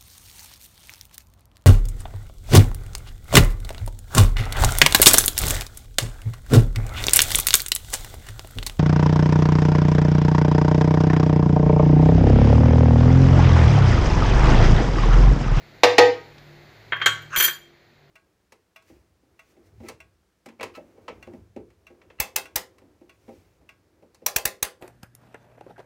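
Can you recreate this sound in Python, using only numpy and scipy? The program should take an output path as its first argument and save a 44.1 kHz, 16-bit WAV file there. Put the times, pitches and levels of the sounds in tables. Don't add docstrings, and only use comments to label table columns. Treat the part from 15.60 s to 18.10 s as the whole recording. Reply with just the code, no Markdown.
import sys
import numpy as np
from scipy import signal
from scipy.fft import rfft, irfft, next_fast_len
from scipy.io import wavfile
from scipy.ndimage import uniform_filter1d, map_coordinates

SR = 44100
rng = np.random.default_rng(int(sys.argv[2]) if len(sys.argv) > 2 else 0)


def unload_wav(signal):
    wavfile.write(
        sys.argv[1],
        SR,
        np.round(np.clip(np.atleast_2d(signal).T, -1, 1) * 32767).astype(np.int16),
    )


N = 110250
RING_S = .9


def undb(db):
    return 10 ** (np.asarray(db) / 20)


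def unit(x):
    return x / np.sqrt(np.mean(x ** 2))


def ring_time():
    return np.arange(int(RING_S * SR)) / SR


def fade(t60_s):
    return np.exp(-np.log(1000) * ring_time() / t60_s)


def colour(x, points):
    size = 2 * next_fast_len(len(x))
    hz, db = np.array(points).T
    bin_hz = np.arange(size // 2 + 1) * SR / size
    gain = undb(np.interp(np.log(bin_hz + 1), np.log(hz), db))
    cepstrum = irfft(np.log(unit(gain)))
    cepstrum[1:size // 2] *= 2
    cepstrum[size // 2 + 1:] = 0
    return irfft(rfft(x, size) * np.exp(rfft(cepstrum)))[:len(x)]


def soften(x, hz, order=2):
    lowpass = signal.butter(order, min(hz, SR / 2 - 1), fs=SR, output="sos")
    return signal.sosfilt(lowpass, x)


def ring(modes, t60_s, damping, spot_db=0):
    t = ring_time()
    spot = spot_db * rng.standard_normal(len(modes))
    out = np.zeros(len(t))
    for k, (hz, db) in enumerate(modes):
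        sign = (-1) ** k
        decay = fade(t60_s * (hz / 1000) ** -damping)
        out += sign * undb(db + spot[k]) * decay * np.sin(2 * np.pi * hz * t)
    return out


def clack(points, t60_s):
    return colour(rng.standard_normal(len(ring_time())) * fade(t60_s), points)


def add(track, s, sound):
    start = int(s * SR)
    track[start:start + len(sound)] += sound[:N - start]


def walk(rate):
    k = int(SR / rate)
    steps = np.repeat(rng.standard_normal(N // k + 1), k)
    return unit(uniform_filter1d(uniform_filter1d(steps, k), k)[:N])


# f/Hz, level/dB
HUM_TONES = [(108, -62), (146.5, -62), (344.5, -68), (393, -69)]
# f/Hz, level/dB per Hz
AIR_SPECTRUM = [(20, -20.5), (45, -6.5), (110, -9), (370, -9.5), (660, -10), (1100, -17.5), (2080, -11.5),
                (2900, -21.5), (4300, -18), (5500, -30.5), (7100, -31), (8300, -46), (15000, -35)]
HUM_WAVER_DB, AIR_DB = 6, -52.5


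def background():
    t = np.arange(N) / SR
    hum = np.zeros(N)
    for hz, db in HUM_TONES:
        level = undb(db + HUM_WAVER_DB * walk(4.6))
        hum += level * np.sqrt(2) * np.sin(2 * np.pi * hz * t + .5 * walk(8.9))
    return hum + undb(AIR_DB) * colour(rng.standard_normal(N), AIR_SPECTRUM)


# f/Hz, t60/s
KITCHEN_T60 = [(150, .5), (600, .35), (2000, .41), (6000, .35), (9000, .28), (14000, .25)]
ROOM_BUILD_S = 0.012


def kitchen(x):
    t = ring_time()
    hz, t60_s = np.array(KITCHEN_T60).T
    noise = rfft(rng.standard_normal(len(t)))
    log_hz = np.log(np.arange(len(noise)) / RING_S + 1)
    tail = np.zeros(len(t))
    for share, decay_s in zip(np.eye(len(hz)), t60_s):
        band = irfft(noise * np.interp(log_hz, np.log(hz), share), len(t))
        tail += band * fade(decay_s)
    tail = tail * (1 - np.exp(-t / ROOM_BUILD_S))
    return signal.fftconvolve(x, tail / np.linalg.norm(tail))[:N]


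BOOM_HZ, BOOM_T60_S = 107, .55


def boom():
    t = ring_time()
    return np.sin(2 * np.pi * BOOM_HZ * t) * fade(BOOM_T60_S) * (1 - np.exp(-t / ROOM_BUILD_S))


# t/s, wall clack level/dB, ring level/dB, ring build-up/s
JUG_KNOCKS = [(0.234, -4.5, -9, 0.011), (0.382, -1.5, 2.5, 0.048)]
# t/s, level/dB
RIM_TICKS = [(.2405, -10), (.2505, -19), (.3995, -38), (0.781, -47.5)]
# f/Hz, level/dB
JUG_MODES = [(298, -18), (352, -16), (458, -7), (491, 2), (660, -12), (738, -14), (798, -12), (838, -4),
             (937, -12), (1250, -12), (1566, -17), (1801, -14), (1909, -11), (2064, -17)]
# f/Hz, level/dB per Hz
JUG_WALL_SPECTRUM = [(50, -57), (170, -21.5), (280, -7), (400, -2), (750, 4), (1100, -5), (1400, -11.5),
                     (2000, -2), (3200, -13), (4400, -8), (7200, -23.5), (8000, -38), (15000, -42.5)]
# f/Hz, level/dB per Hz
RIM_TICK_SPECTRUM = [(200, -24), (2000, 4.5), (5500, -4.5), (8500, -24.5), (15000, -29.5)]
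JUG_T60_S, JUG_DAMPING = .22, .05
JUG_CLACK_T60_S, JUG_TICK_T60_S = 0.08, 0.047
JUG_ROOM_DB, JUG_RING_ROOM_DB, BOOM_JUG_DB = -9.5, -8.5, -31


def jug():
    wall, hollow = np.zeros((2, N))
    for s, clack_db, ring_db, build_s in JUG_KNOCKS:
        add(wall, s, undb(clack_db) * clack(JUG_WALL_SPECTRUM, JUG_CLACK_T60_S))
        build = 1 - np.exp(-ring_time() / build_s)
        add(hollow, s, undb(ring_db) * ring(JUG_MODES, JUG_T60_S, JUG_DAMPING) * build)
        add(hollow, s, undb(clack_db + BOOM_JUG_DB) * boom())
    for s, db in RIM_TICKS:
        add(wall, s, undb(db) * clack(RIM_TICK_SPECTRUM, JUG_TICK_T60_S))
    return wall + hollow + kitchen(undb(JUG_ROOM_DB) * wall + undb(JUG_RING_ROOM_DB) * hollow)


# f/Hz, level/dB
BOWL_MODES = [(355, -18), (938, -14), (1122, -12), (1440, -6), (1552, -5), (1655, -7), (1782, -5),
              (1918, -7), (2160, -10), (3192, 4), (3260, -4), (4190, -12), (4330, -12), (6650, -18),
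              (6986, -15), (8000, -11), (10890, -20), (13660, -14)]
# f/Hz, level/dB per Hz
BOWL_CLACK_SPECTRUM = [(50, -40), (150, -33), (400, -14.5), (750, -11), (1050, -5.5), (1600, 4.5),
                       (2600, -6), (3250, -1.5), (5300, -20.5), (7000, -10), (8000, -24), (8700, -27.5),
                       (15000, -29)]
BOWL_T60_S, BOWL_DAMPING, BOWL_CLACK_T60_S, BOWL_RING_DB = .22, .35, 0.096, -7.5


def bowl_blow():
    modes = ring(BOWL_MODES, BOWL_T60_S, BOWL_DAMPING)
    return clack(BOWL_CLACK_SPECTRUM, BOWL_CLACK_T60_S) + undb(BOWL_RING_DB) * modes


# f/Hz, level/dB
SPOON_MODES = [(2328, -5), (3215, -1), (4335, -13), (4667, -14), (6042, -4), (6380, -10), (7017, -1),
               (8000, -12), (8964, -16), (10854, -2), (12019, 0), (12090, -1), (12400, -7), (13250, -5),
               (13650, 0), (14600, -2), (14720, -2), (15250, -5)]
# f/Hz, level/dB per Hz
SPOON_TICK_SPECTRUM = [(1000, -17), (4500, 0), (7000, -11.5), (8700, -2.5), (10300, -4.5), (12000, 5.5),
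                       (15000, 3)]
SPOON_T60_S, SPOON_DAMPING, SPOON_TICK_T60_S = .24, .5, 0.024
SPOON_RING_DB, SPOON_SPOT_DB = -8, 3


def spoon_blow():
    modes = ring(SPOON_MODES, SPOON_T60_S, SPOON_DAMPING, SPOON_SPOT_DB)
    return clack(SPOON_TICK_SPECTRUM, SPOON_TICK_T60_S) + undb(SPOON_RING_DB) * modes


# t/s, bowl level/dB, brightness f/Hz, level/dB of the spoon jolted in it
BOWL_TOUCHES = [(1.3209, -18.5, 2740, -74.5), (1.328, -21.5, 2690, -83), (1.3651, -29.5, 2500, -58),
                (1.4015, -29.5, 2480, -71), (1.415, -21.5, 3400, -68.5), (1.4188, -27, 5200, -64.5),
                (1.46, -10.5, 14000, -31), (1.467, -16.5, 6800, -45)]
BOOM_BOWL_DB = -26


def set_down(bowl, spoon):
    for s, bowl_db, bright_hz, spoon_db in BOWL_TOUCHES:
        touch = soften(bowl_blow(), bright_hz, order=4) + undb(BOOM_BOWL_DB) * boom()
        add(bowl, s, undb(bowl_db) * touch)
        add(spoon, s, undb(spoon_db) * spoon_blow())


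# t/s, spoon level/dB, bowl level/dB
SPOON_STRIKES = [(1.62, -55, -59), (1.7612, -22.5, -20), (1.772, -20, -28), (1.8, -22, -21.5),
                 (1.8056, -20, -18.5), (1.825, -27, -24), (1.838, -28, -34), (1.848, -16.5, -30.5),
                 (1.8789, -39, -23.5)]


def clinks(bowl, spoon):
    for s, spoon_db, bowl_db in SPOON_STRIKES:
        add(bowl, s, undb(bowl_db) * bowl_blow())
        add(spoon, s, undb(spoon_db) * spoon_blow())


SLIDE_SCATTER_DB, SLIDE_JERK_DB, SLIDE_JERKS_PER_S = 3.5, 3, 160


def catches(per_s):
    pulses = (rng.random(N) < per_s / SR) * rng.choice([-1, 1], N)
    scatter_db = SLIDE_SCATTER_DB * rng.standard_normal(N)
    jerk_db = SLIDE_JERK_DB * walk(SLIDE_JERKS_PER_S)
    return unit(pulses * undb(scatter_db + jerk_db))


# f/Hz, level/dB
DRAG_MODES = [(1170, -6.5), (1450, 0.5), (1650, -0.5), (2750, -10), (6400, -12)]
DRAG_START_S, DRAG_SWELL_S, DRAG_HOLD_S, DRAG_T60_S = 1.69, 0.049, 0.022, .018
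DRAG_DB, DRAG_CATCHES_PER_S = -29, 2200
DRAG_SAG_PER_S = .3


def drag():
    t = ring_time()
    body = ring(DRAG_MODES, DRAG_T60_S, SPOON_DAMPING)
    swell = np.minimum(t / DRAG_SWELL_S, 1) ** 2 * (t < DRAG_SWELL_S + DRAG_HOLD_S)
    force = catches(DRAG_CATCHES_PER_S)[:len(t)] * swell
    sound = signal.fftconvolve(force, body / np.linalg.norm(body))
    read_s = t - DRAG_SAG_PER_S * t ** 2 / 2
    return undb(DRAG_DB) * map_coordinates(sound, [read_s * SR])


# t/s, level/dB in the spoon, level/dB in the bowl
SLIDE_LEVELS = [(1.748, -57.5, -56), (1.769, -45.5, -46.5), (1.779, -16, -30.5), (1.83, -23, -33),
                (1.85, -15, -35.5), (1.881, -27.5, -27), (1.897, -38, -56), (1.95, -58, -54.5)]
SLIDE_CATCHES_PER_S, SLIDE_HOPS_PER_S = 2300, 60
SLIDE_LOW_HZ, SLIDE_BRIGHT_HZ = 990, 1880


def rub(push, db, body):
    t, s = np.arange(N) / SR, np.array(SLIDE_LEVELS)[:, 0]
    force = push * undb(np.interp(t, s, db))
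    return signal.fftconvolve(force, body / np.linalg.norm(body))[:N]


def slide(count=5):
    t = np.arange(N) / SR
    s, spoon_db, bowl_db = np.array(SLIDE_LEVELS).T
    force = catches(SLIDE_CATCHES_PER_S) * (t > s[0]) * (t < s[-1])
    spot = np.floor(t * SLIDE_HOPS_PER_S) % count
    spoon = sum(rub(force * (spot == k), spoon_db, spoon_blow()) for k in range(count))
    contact = signal.butter(2, [SLIDE_LOW_HZ, SLIDE_BRIGHT_HZ], "bandpass", fs=SR, output="sos")
    bowl = rub(force, bowl_db, signal.sosfilt(contact, bowl_blow()))
    return spoon, bowl


BOWL_ROOM_DB, SPOON_ROOM_DB = -12.5, -10


def bowl_and_spoon():
    spoon, bowl = slide()
    set_down(bowl, spoon)
    clinks(bowl, spoon)
    add(bowl, DRAG_START_S, drag())
    return bowl + spoon + kitchen(undb(BOWL_ROOM_DB) * bowl + undb(SPOON_ROOM_DB) * spoon)


# f/Hz, level/dB per Hz
THUD_SPECTRUM = [(25, -3.5), (130, -1), (260, -18.5), (3000, -80)]
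THUD_AT_S, THUD_DB, THUD_T60_S = 1.774, -34.5, .07


def thud():
    out = np.zeros(N)
    add(out, THUD_AT_S, undb(THUD_DB) * clack(THUD_SPECTRUM, THUD_T60_S))
    return out


# t/s, level/dB
OVERALL_LEVEL = [(1.88, 1), (2.001, -4.5), (2.5, -6.5)]


def scene():
    s, db = np.array(OVERALL_LEVEL).T
    level = undb(np.interp(np.arange(N) / SR, s, db))
    return (level * (background() + jug() + bowl_and_spoon() + thud()))[None]


TOP_HZ = 15400


def record(dry):
    clipped = dry / (1 + dry ** 8) ** (1 / 8)
    lowpass = signal.ellip(10, .2, 70, TOP_HZ, fs=SR, output="sos")
    return signal.sosfilt(lowpass, clipped)


dry = scene()
out = record(dry)
unload_wav(out)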